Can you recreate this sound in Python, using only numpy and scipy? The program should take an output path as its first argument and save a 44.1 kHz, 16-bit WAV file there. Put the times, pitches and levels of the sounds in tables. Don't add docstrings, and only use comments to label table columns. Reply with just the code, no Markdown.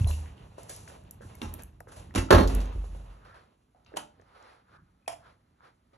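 import sys
import numpy as np
from scipy import signal
from scipy.fft import rfft, irfft
from scipy.io import wavfile
from scipy.ndimage import uniform_filter1d

SR = 44100
rng = np.random.default_rng(int(sys.argv[2]) if len(sys.argv) > 2 else 0)


def pcm_store(signal):
    levels = np.round(np.clip(np.atleast_2d(signal), -1, 1) * 32767)
    wavfile.write(sys.argv[1], SR, levels.astype(np.int16).T)


def voltage_ratio(decibels):
    exponent = np.asarray(decibels, float) / 20
    return 10 ** exponent


N = 263433
T = np.arange(N) / SR
HZ = np.arange(N // 2 + 1) * SR / N + 1e-3

# (frequency [Hz], width [Hz], lift [dB])
LEAF_BODY = [(207, 22, -1.5), (251, 22, 2), (267.1, 3.5, 4.5), (320, 5.6, 2.5), (376, 16, 7), (442, 3, 3.5),
             (530, 18, -1), (599.7, 31, 4.5), (697, 9.6, 5), (900, 26, 3), (1143, 60, 4.5), (1370, 170, 4)]


def on_log(table, col=1):
    t = np.array(table, float)
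    return np.interp(np.log(HZ), np.log(t[:, 0]), t[:, col])


def colour(x, spectrum, body=()):
    octaves_below = np.clip(np.log2(spectrum[0][0] / HZ), 0, 4)
    db = on_log(spectrum) - 12 * octaves_below
    for hz, width, lift_db in body:
        db = db + lift_db / (1 + (2 * (HZ - hz) / width) ** 2)
    cepstrum = irfft(np.log(voltage_ratio(db)), N)
    cepstrum[1:(N + 1) // 2] *= 2
    cepstrum[(N + 1) // 2:] = 0
    response = np.exp(rfft(cepstrum))
    return irfft(rfft(x) * response / np.sqrt(np.mean(abs(response) ** 2)), N)


def band_level(x, lo_hz, hi_hz):
    power = abs(rfft(x[0])[(HZ > lo_hz) & (HZ < hi_hz)]) ** 2
    return x / (np.sqrt(2 * power.sum()) / N)


def walk(rate):
    k = int(SR / rate)
    steps = np.repeat(rng.standard_normal(N // k + 1), k)
    w = uniform_filter1d(uniform_filter1d(steps, k), k)[:N]
    return w / w.std()


def decay(t, t60):
    return np.exp(-np.log(1000) * t / t60)


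def blow(events, spectrum, body):
    near, far = np.zeros((2, N)), np.zeros(N)
    for s, db, shudder_ms, hall_db in events:
        t = np.clip(T - s, 0, None)
        onset = np.clip(t / 0.00055, 0, 1)
        shudder = onset * np.exp(-t * 1000 / shudder_ms) * voltage_ratio(1.5 * walk(150))
        hit = colour(shudder * rng.standard_normal((2, N)), spectrum, body)
        hit *= voltage_ratio(db) / abs(hit).max()
        near += hit
        far += hit[0] * voltage_ratio(hall_db)
    return near, far


def rings(strikes, modes):
    out = np.zeros((2, N))
    t = T[:SR // 2]
    rise = 1 - np.exp(-t / 0.003)
    for hz, mode_db, t60 in modes:
        waver = voltage_ratio(4 * walk(45))
        for (s, db), turn in zip(strikes, rng.random((len(strikes), 2, 1))):
            i = int(s * SR)
            swing = np.sin(2 * np.pi * (hz * t + turn))
            level = voltage_ratio(db + mode_db) * waver[i:i + len(t)]
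            out[:, i:i + len(t)] += level * rise * decay(t, t60) * swing
    return out


def ticks(events, spread, steep=1):
    near, far = np.zeros((2, N)), np.zeros(N)
    size, lead_s = 4096, 0.004
    t, f = T[:size], np.arange(1, size // 2 + 2) * SR / size
    for s, db, hz, ms, hall_db in events:
        fade = np.exp(-np.clip(t - lead_s, 0, None) * 1000 / ms) * (t >= lead_s)
        burst = rng.standard_normal((2, size)) * fade
        burst[:, int(lead_s * SR)] += 4
        octaves = np.log2(f / hz) / spread * np.where(f > hz, steep, 1)
        tick = irfft(rfft(burst) * np.exp(-0.5 * octaves ** 2), size)
        i = int((s - lead_s) * SR)
        tick = (tick * voltage_ratio(db) / abs(tick).max(axis=1, keepdims=True))[:, :N - i]
        near[:, i:i + size] += tick
        far[i:i + size] += tick[0] * voltage_ratio(hall_db)
    return near, far


def gesture(s, db, rise_s, fall_s, shape=1):
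    rise_s, fall_s = max(rise_s, 0.005), max(fall_s, 0.005)
    away = np.maximum((s - T) / rise_s, (T - s) / fall_s)
    return voltage_ratio(db - 20 * away ** shape) ** 2


def rub(spectrum, body, lo_hz, hi_hz, grit_db, flutter_db):
    grit = grit_db * np.minimum(rng.exponential(size=N), 4)
    grains = rng.standard_normal((2, N)) * voltage_ratio(grit + flutter_db * walk(40))
    return band_level(colour(grains, spectrum, body), lo_hz, hi_hz)


def slam():
    # (time [s], peak [dB], shudder [ms], hall [dB])
    blows = [
        (2.3055, -4, 5, -6.5),
        (2.309, -1.5, 13.7, -6),
        (2.325, -0.5, 12.7, -6),
        (2.347, -6, 15.7, -7),
        (2.381, -12, 21, -7),
        (2.401, -16.5, 25, -5.5),
    ]
    # (frequency [Hz], density [dB per Hz])
    spectrum = [(130, -7.5), (260, -3), (500, -8), (900, -9), (1500, -17), (2400, -25.5), (3800, -26.5),
                (5500, -33.5), (7500, -38), (10500, -34), (11800, -40), (13000, -49.5), (15500, -96.5)]
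    # (time [s], level [dB])
    strikes = [(2.306, -18), (2.326, -23), (2.349, -25.5), (2.381, -27.5)]
    # (frequency [Hz], level [dB], t60 [s])
    modes = [(200.3, -8, 0.3), (233, -6, 0.22), (276, -3.5, .15), (316, -1.5, 0.17), (377, -3.5, .2),
             (501, -3.5, 0.24), (587, -7, 0.25), (746, -7, 0.24), (900, -7.5, 0.3), (1049, -7, 0.21),
             (1640, -16.5, 0.27), (2052, -16.5, 0.086), (2299, -18, .17), (4300, -20, 0.34)]
    near, far = blow(blows, spectrum, LEAF_BODY)
    return near + rings(strikes, modes), far


def booms():
    # (time [s], deep level [dB], upper level [dB], upper pitch [Hz], t60 [s])
    touches = [(0.008, -18, -3, 94.5, 0.058), (0.042, -16, -7.5, 84.3, 0.1), (0.068, -32, -20, 76.5, 0.57),
               (1.439, -37, -31, 81.6, 0.43), (1.602, -52, -47, 72, 0.68), (1.968, -43, -35.5, 81.3, 0.21),
               (2.158, -21.5, -19, 88, 0.29), (2.307, -25, -15, 98, 0.18), (2.331, -9, -4.5, 81.5, 0.21),
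               (2.427, -14.5, -22.5, 80, 0.32), (2.53, -18, -31, 79.05, 0.61),
               (2.751, -24.5, -35.5, 75.4, 0.54), (2.899, -34, -45, 77.3, 0.81),
               (3.069, -39.5, -54, 76, 0.42)]
    deep_hz, deep_rise_s, upper_rise_s = 48.3, 0.0018, 0.0097
    out = np.zeros(N)
    next_times = [touch[0] for touch in touches[1:]] + [99]
    for (s, deep_db, upper_db, hz, t60), next_s in zip(touches, next_times):
        t = np.clip(T - s, 0, None)
        fade = decay(t, t60) * np.exp(-np.clip(T - next_s, 0, None) / 0.015)
        deep = voltage_ratio(deep_db) * (1 - np.exp(-t / deep_rise_s)) * np.sin(2 * np.pi * deep_hz * t)
        upper = voltage_ratio(upper_db) * (1 - np.exp(-t / upper_rise_s)) * np.sin(2 * np.pi * hz * t)
        out += fade * (deep + upper)
    return out * np.array([[1], [0]])


def knocks():
    # (time [s], peak [dB], shudder [ms], hall [dB])
    fitting_blows = [
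        (1.416, -29.5, 25, -2.5),
        (2.140, -40, 9, -5),
        (2.1495, -19, 12, -6),
    ]
    # (time [s], peak [dB], shudder [ms], hall [dB])
    leaf_blows = [
        (2.157, -17.5, 10, -5),
        (2.177, -18.5, 17, -3.5),
    ]
    # (frequency [Hz], density [dB per Hz])
    spectrum = [(130, -11), (260, -8.5), (500, -17.5), (900, -19.5), (1500, -23), (2400, -24),
                (3800, -30.5), (5500, -27.5), (7500, -30.5), (10500, -27), (11800, -39), (13000, -45.5),
                (15500, -94.5)]
    # (frequency [Hz], width [Hz], lift [dB])
    fitting_body = [(300, 300, -3), (950, 560, 9.5), (2760, 160, 4.5), (3817, 500, 5.5), (4540, 230, -14.5)]
    # (time [s], level [dB])
    fitting_strikes = [(1.418, -35.5), (1.51, -55), (1.545, -49)]
    leaf_strikes = [(2.157, -27), (2.178, -32)]
    # (frequency [Hz], level [dB], t60 [s])
    fitting_modes = [(228, 1.5, 0.23), (305, -6, 0.25), (388, -4, .15), (520, -16, .2), (730, -23, 0.17),
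                     (833, -8, 0.16), (994, -16, 0.12), (1340, -8, 0.11), (1730, -13, 0.096)]
    leaf_modes = [(205.6, 0, .3), (504, -12, 0.22), (888, -14.5, 0.35), (1110, -14.5, 0.19),
                  (1254, -11.5, .17), (1599, -17.5, 0.16), (1868, -19, 0.33), (2900, -20.5, .28),
                  (3321, -24, 0.25)]
    fitting_near, fitting_far = blow(fitting_blows, spectrum, fitting_body)
    leaf_near, leaf_far = blow(leaf_blows, spectrum, LEAF_BODY)
    ringing = rings(fitting_strikes, fitting_modes) + rings(leaf_strikes, leaf_modes)
    return fitting_near + leaf_near + ringing, fitting_far + leaf_far


def latch():
    # (time [s], peak [dB], shudder [ms], hall [dB])
    blows = [
        (3.961, -37, 22, -7),
        (3.966, -31.5, 3, -7.5),
        (3.9695, -20, 5.5, -8),
        (3.984, -33, 20.6, -7),
    ]
    # (frequency [Hz], density [dB per Hz])
    spectrum = [(130, -7.5), (260, -5), (500, -11.5), (900, 0), (1500, -10.5), (2400, -16.5), (3800, -16.5),
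                (5500, -18), (7500, -14), (10500, -13), (11800, -23), (13000, -33), (15500, -65)]
    # (frequency [Hz], width [Hz], lift [dB])
    body = [(600, 50, 11), (940, 190, 6), (1640, 50, 3.6), (2900, 590, 10)]
    # (time [s], level [dB])
    strikes = [(3.969, -41)]
    # (frequency [Hz], level [dB], t60 [s])
    modes = [(221, -11, 0.32), (299, -11, 0.21), (580, -20, .2), (905, -10, 0.1), (1275, 0, 0.06),
             (1480, -11, 0.27), (2560, -16, .25), (3100, -14, 0.19)]
    near, far = blow(blows, spectrum, body)
    return near + rings(strikes, modes), far


def bolt():
    # (time [s], peak [dB], shudder [ms], hall [dB])
    blows = [
        (5.078, -20.5, 6.6, -7.5),
        (5.092, -34, 35, -16),
    ]
    # (frequency [Hz], density [dB per Hz])
    spectrum = [(60, -14), (130, -4), (260, -22), (500, -9.5), (900, 2), (1500, -11.5), (2400, -8),
                (3800, -19), (5500, -23.5), (7500, -11), (10500, -7.5), (11800, -23.5), (13000, -39),
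                (15500, -57)]
    # (frequency [Hz], width [Hz], lift [dB])
    body = [(652, 104, 14), (870, 190, 4), (2765, 540, 1), (3200, 430, 6.5), (5260, 810, 13.5)]
    # (time [s], level [dB])
    strikes = [(5.079, -37), (5.125, -43)]
    # (frequency [Hz], level [dB], t60 [s])
    modes = [(299.5, -21.5, 0.25), (688, 2, 0.14), (1520, -24, .12), (1800, -28, .1), (2320, -19, .1),
             (3400, -19, 0.11), (4440, -21, .1), (5620, -27, 0.11)]
    near, far = blow(blows, spectrum, body)
    return near + rings(strikes, modes), far


def rattles():
    # (time [s], peak [dB])
    contacts = [(2.4339, -33.5), (2.4753, -27), (2.4814, -33), (2.6044, -35.5), (2.6134, -41), (2.657, -43)]
    hz, ms, hall_db = 5600, 4.5, -5
    return ticks([(s, db, hz, ms, hall_db) for s, db in contacts], spread=0.72)


def keys():
    # (time [s], peak [dB], centre [Hz])
    contacts = [(0.0727, -35, 10100), (0.6323, -37.5, 9700), (0.6954, -32, 10100), (0.7635, -34, 9900),
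                (0.8796, -45, 7850), (1.038, -59.5, 10300), (1.1101, -27.5, 12600), (1.3279, -68, 8100),
                (1.3528, -38, 11600), (1.5395, -21.5, 14600), (1.6225, -34.5, 12100),
                (1.6347, -31.5, 13600), (1.8043, -42, 11000), (2.55, -22, 11950), (3.848, -58, 6040),
                (3.866, -59, 5530), (4.2142, -57, 7350), (4.2205, -74, 3040), (4.4271, -54, 7500)]
    ms, hall_db = 2.2, -10
    return ticks([(s, db, hz, ms, hall_db) for s, db, hz in contacts], spread=0.7, steep=3.2)


def fittings():
    # (time [s], peak [dB], centre [Hz], hall [dB])
    contacts = [(0.0456, -35, 2890, -19), (0.1123, -35.5, 2750, -1), (0.136, -45, 2700, 0),
                (.26, -47, 2200, 3), (.38, -49.5, 2670, 0), (0.695, -44, 1810, 4), (0.8776, -39, 1640, -9),
                (1.2103, -48.5, 1210, 8), (1.418, -26.5, 3300, -22), (1.8054, -38.5, 1640, -27),
                (1.873, -47, 1190, 6), (1.9226, -44.5, 1130, -1), (1.9896, -62, 2720, -18),
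                (2.109, -48, 1460, -8), (2.727, -40, 1000, -7), (2.843, -43, 900, -8),
                (1.54, -48, 2750, -8), (3.863, -52, 2900, 2.5), (3.94, -46, 1533, -2),
                (4.1988, -52.5, 1470, -21), (4.198, -67, 3220, -17), (4.221, -56, 1470, -15),
                (.9, -46, 1600, -15), (1.234, -61, 1400, -4), (1.595, -46, 1930, 4),
                (1.966, -54, 4216, -15), (5.607, -48.5, 1260, 1), (5.9256, -66.5, 1384, -23)]
    return ticks([(s, db, hz, 1.2, hall_db) for s, db, hz, hall_db in contacts], spread=0.4)


def bumps():
    # (time [s], peak [dB], centre [Hz], hall [dB])
    contacts = [(0.071, -37, 740, -17), (0.105, -37, 800, -15), (0.583, -34, 554, -6),
                (1.208, -42.5, 423, -2.5), (1.807, -38.5, 641, -10.5), (1.871, -44.5, 474.3, -6),
                (2.841, -40.5, 520, -7), (2.949, -43.5, 610, -6.5), (2.76, -40.5, 280.6, -3.5),
                (1.249, -44.5, 260, -4), (.70, -40, 520, -6), (3.748, -54.5, 695, 4), (3.92, -46.5, 567, 0),
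                (3.939, -37, 393, -7), (3.949, -41.5, 375, -3.5), (4.197, -51.5, 500, -30),
                (4.221, -53, 520, -7), (5.932, -57, 398, -4)]
    return ticks([(s, db, hz, 4.4, hall_db) for s, db, hz, hall_db in contacts], spread=0.6)


def jingle():
    # (time [s], pitch [Hz], level [dB], t60 [s])
    touches = [(.073, 10600, -43.5, 0.2), (0.075, 4060, -48.5, 0.2), (.10, 11900, -64, 0.12),
               (.10, 12500, -51.5, .15), (1.416, 2760, -46, 0.12), (5.025, 2490, -75, .06),
               (5.062, 2540, -63, 0.088), (0.016, 2700, -50, 0.093), (.068, 690, -42, .12),
               (.068, 861, -45, .15), (.09, 1007, -46, .25), (.095, 608, -42, .2), (.035, 190, -38, .1),
               (.935, 460, -52, .15), (.962, 630, -53, .3), (1.348, 2180, -60, .08), (1.22, 200, -51, .2),
               (2.288, 1320, -44, .15), (1.97, 600, -49, .12)]
    out = 0
    for s, hz, db, t60 in touches:
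        t = np.clip(T - s, 0, None)
        pair = np.sin(2 * np.pi * hz * t * np.array([[1], [1.004]]))
        shimmer = 1 + 0.4 * np.cos(2 * np.pi * 31 * t)
        out = out + voltage_ratio(db) * pair * shimmer * decay(t, t60)
    return out


def jacket():
    # (time [s], cloth [dB], time to slacken by 20 dB [s], sleeve swish [dB])
    stride_table = [(0, -49.5, 0.22, -54.5), (0.085, -53.5, 0.41, -51), (0.188, -57.5, 0.2, -67),
                    (.26, -57.5, 0.15, -85), (.37, -62, 1.8, -76.5), (0.586, -55, 0.5, -63.5),
                    (0.698, -56.5, 0.4, -51.5), (0.881, -55, 0.32, -61.5), (1.219, -62, 1, -68.5),
                    (1.3, -56, 0.27, -86), (1.49, -52, 0.19, -69.5), (1.595, -53.5, 0.08, -62),
                    (1.887, -62.5, 0.12, -67), (1.92, -58.5, 0.33, -63), (1.965, -55, 0.26, -61),
                    (2.0, -56.5, -0.33, -62), (2.499, -39, 0.2874, -54.5), (2.612, -45.5, 0.1925, -61.5),
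                    (2.728, -70, 1.47, -72), (2.844, -60, 0.55, -73.5), (2.952, -60.5, 0.62, -74.5)]
    # (time [s], cloth [dB], time to rise 20 dB [s], time to fall 20 dB [s])
    swell_table = [(3.101, -60.5, -1.1, 0.28), (3.25, -53.5, -0.03, 0.16), (3.345, -53, -0.15, 0.16),
                   (3.761, -74, -0.7, 16), (3.864, -63, -0.15, 0.4), (4.169, -86, 0.55, 0),
                   (4.352, -56.5, -0.07, 0.1), (4.501, -54.5, 0.34, 0.15), (4.77, -58, 0.12, -0.05),
                   (5.27, -57, 0.07, 0.12), (5.664, -55.5, 0.06, 0.07), (5.935, -61.5, -0.28, 0.5)]
    # (frequency [Hz], density [dB per Hz])
    stride_colour = [(260, -9.5), (600, -7), (1000, -9), (1500, -17.5), (2400, -25), (3800, -24.5),
                     (8000, -45.5)]
    cloth_colour = [(500, -11), (900, -10), (1400, -16.5), (2000, -18.5), (2800, -25), (4300, -26),
                    (5500, -31.5), (7500, -58), (10500, -32), (12000, -59), (15500, -70)]
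    swish_colour = [(2400, -29), (3800, -24), (5500, -21.5), (7500, -18.5), (10500, -14.5), (11800, -30.5),
                    (13000, -46.5), (15500, -66)]
    # (frequency [Hz], width [Hz], lift [dB])
    cloth_body = [(1305, 200, 7)]
    snap_s, swish_steeper = 0.028, 2.1
    seated_swish_db, quiet_swish_db = -29, -93.5

    strides = sum(gesture(s, db, snap_s, fall) for s, db, fall, _ in stride_table)
    swells = sum(gesture(*row, shape=1.59) for row in swell_table)
    sleeve = sum(gesture(s, db, snap_s / swish_steeper, fall / swish_steeper)
                 for s, _, fall, db in stride_table)
    sleeve = sleeve + voltage_ratio(seated_swish_db) ** 2 * swells + voltage_ratio(quiet_swish_db) ** 2

    walking = rub(stride_colour, [(2700, 660, 6.5)], 370, 3100, grit_db=3.5, flutter_db=1.4)
    seated = rub(cloth_colour, cloth_body, 390, 2500, grit_db=2.5, flutter_db=0.9)
    swish = rub(swish_colour, (), 5200, 8000, grit_db=2.5, flutter_db=1.0)
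    return np.sqrt(strides) * walking + voltage_ratio(-4.0) * np.sqrt(swells) * seated + np.sqrt(sleeve) * swish


def drag():
    # (time [s], pitch [Hz], level [dB])
    path = [(2.999, 954, -84), (3.1, 1085, -63), (3.2, 1285, -71), (3.28, 1391, -58), (3.34, 1437, -60),
            (3.399, 1348, -70.5), (3.5, 1210, -89.5), (4.281, 1150, -80), (4.341, 1150, -66),
            (4.5, 1300, -69), (4.631, 1300, -82), (4.76, 1320, -63), (5.0, 1300, -100), (5.27, 1350, -61),
            (5.4, 1300, -97), (5.57, 1350, -92), (5.64, 1380, -64.5), (5.8, 1300, -89)]
    width_hz = 700
    s, hz, db = np.transpose(path)
    k = int(SR / width_hz)
    slow = uniform_filter1d(uniform_filter1d(rng.standard_normal((2, 2, N)), k), k // 2)
    phase = 2 * np.pi * np.cumsum(np.interp(T, s, hz)) / SR
    rasp = (slow[0] * np.cos(phase) + slow[1] * np.sin(phase)) / slow.std()
    return rasp * voltage_ratio(np.interp(T, s, db, left=-120, right=-120) + 2.5 * walk(34))


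def hand():
    # (time [s], rumble [dB])
    grip = [(0, -41), (.2, -50.5), (.5, -55.5), (1.1, -56.5), (1.5, -51), (1.66, -58), (1.86, -59.5),
            (2.0, -53), (2.5, -48), (3.0, -53.5), (3.35, -66), (3.6, -76), (5.97, -77)]
    # (time [s], rumble [dB])
    jolts = [(3.88, -67), (4.0, -64.5), (4.21, -63), (4.8, -60.5), (5.17, -64), (5.31, -67), (5.64, -74),
             (5.94, -75)]
    jolt_s = 0.16
    power = voltage_ratio(np.interp(T, *np.transpose(grip))) ** 2
    power = power + sum(gesture(s, db, jolt_s, jolt_s) for s, db in jolts)
    spectrum = [(45, -2.0), (95, 0.5), (200, -10.0), (400, -23.5), (1000, -60)]  # (Hz, dB per Hz)
    return np.sqrt(power) * rub(spectrum, (), 77, 300, grit_db=0.8, flutter_db=1.5)


def hall(x):
    # (frequency [Hz], t60 [s])
    t60_table = [(100, 1), (220, 0.75), (500, 0.39), (1500, 0.22), (5000, 0.29), (12000, 0.17)]
    table_hz, table_t60 = np.transpose(t60_table)
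    tail = 0
    for hz in 60 * 2.0 ** np.arange(9):
        t60 = np.interp(np.log(hz), np.log(table_hz), table_t60)
        share = np.clip(1 - abs(np.log2(HZ / hz)), 0, 1)
        fade = decay(T, t60) * np.clip(T / 0.012, 0, 1)
        echoes = rng.standard_normal((2, N)) * fade / np.sqrt(np.sum(fade ** 2))
        tail = tail + irfft(rfft(echoes) * np.sqrt(share), N)
    treble_loss = 1 + (HZ / 12400) ** 24
    return irfft(rfft(x) * rfft(tail) / treble_loss, N)


def air():
    # (start [s], end [s], pitch [Hz], level [dB])
    motor = (4.58, 5.06, 182, -72)
    # (frequency [Hz], density [dB per Hz])
    spectrum = [(60, 4), (130, -4.5), (260, -1.5), (500, -16.5), (900, -22.5), (1500, -27.5), (2400, -27),
                (3800, -28.5), (5500, -38), (7500, -41), (10500, -32), (11800, -37), (13000, -42.5),
                (15500, -45)]
    start_s, end_s, hz, db = motor
    fade = np.clip(np.minimum(T - start_s, end_s - T) / 0.097, 0, 1)
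    hum = voltage_ratio(db + 2.0 * walk(9.1)) * fade * np.sin(2 * np.pi * hz * T)
    hiss = band_level(colour(rng.standard_normal((2, N)), spectrum), 30, 14000)
    return hum + voltage_ratio(-74 + 0.5 * walk(3.8)) * hiss


def scene():
    contacts = [slam(), knocks(), latch(), bolt(), rattles(), keys(), fittings(), bumps()]
    direct = sum(near for near, _ in contacts)
    echoes = hall(sum(far for _, far in contacts))
    return direct + echoes + booms() + jingle() + jacket() + drag() + hand() + air()


def roll_off(x):
    return signal.sosfilt(signal.butter(12, 15800, fs=SR, output="sos"), x)


def record(dry):
    # (frequency [Hz], left leads by [rad], likeness [0-1], left minus right [dB])
    ports = [(30, 0, .998, -.7), (110, 0, .995, -1), (220, 0, .96, -3.5), (400, .6, .7, -5.5),
             (700, 2.2, .4, -3), (1200, 1.9, .4, -.8), (1800, 0, .85, 0), (3000, .4, .4, -1),
             (4200, 1, .5, -1), (4900, np.pi, .6, 0), (5750, 2 * np.pi, 1, 0), (6300, 2 * np.pi, 1, 0),
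             (7200, 7.6, .8, 0), (8350, 3 * np.pi, 1, 0), (9500, 3 * np.pi, 1, 0), (10500, 10.8, .88, 0),
             (11900, 4 * np.pi, .94, 0)]
    dry = signal.sosfilt(signal.butter(6, 37, "high", fs=SR, output="sos"), dry)
    top_step = voltage_ratio(-14 * (1 + np.tanh((HZ - 12900) / 300)) / 2)
    a, b = rfft(np.tanh(1.104 * dry) / 0.95) * top_step
    port_hz, *columns = np.transpose(ports)
    lead, like, pan_db = (np.interp(HZ, port_hz, column) for column in columns)
    same, other = np.sqrt((1 + like) / 2) * a, np.sqrt((1 - like) / 2) * b
    turn = np.exp(0.5j * lead) * voltage_ratio(pan_db / 2)
    x = irfft(np.array([(same + other) * turn, (same - other) / turn]), N)
    x = x * np.clip((T[-1] - T) / 0.01, 0, 1)
    ceiling = 0.93
    x = x / ceiling
    mix = ceiling * np.tanh(x + x ** 3 / 3)
    return roll_off(mix)


dry = scene()
out = record(dry)
pcm_store(out)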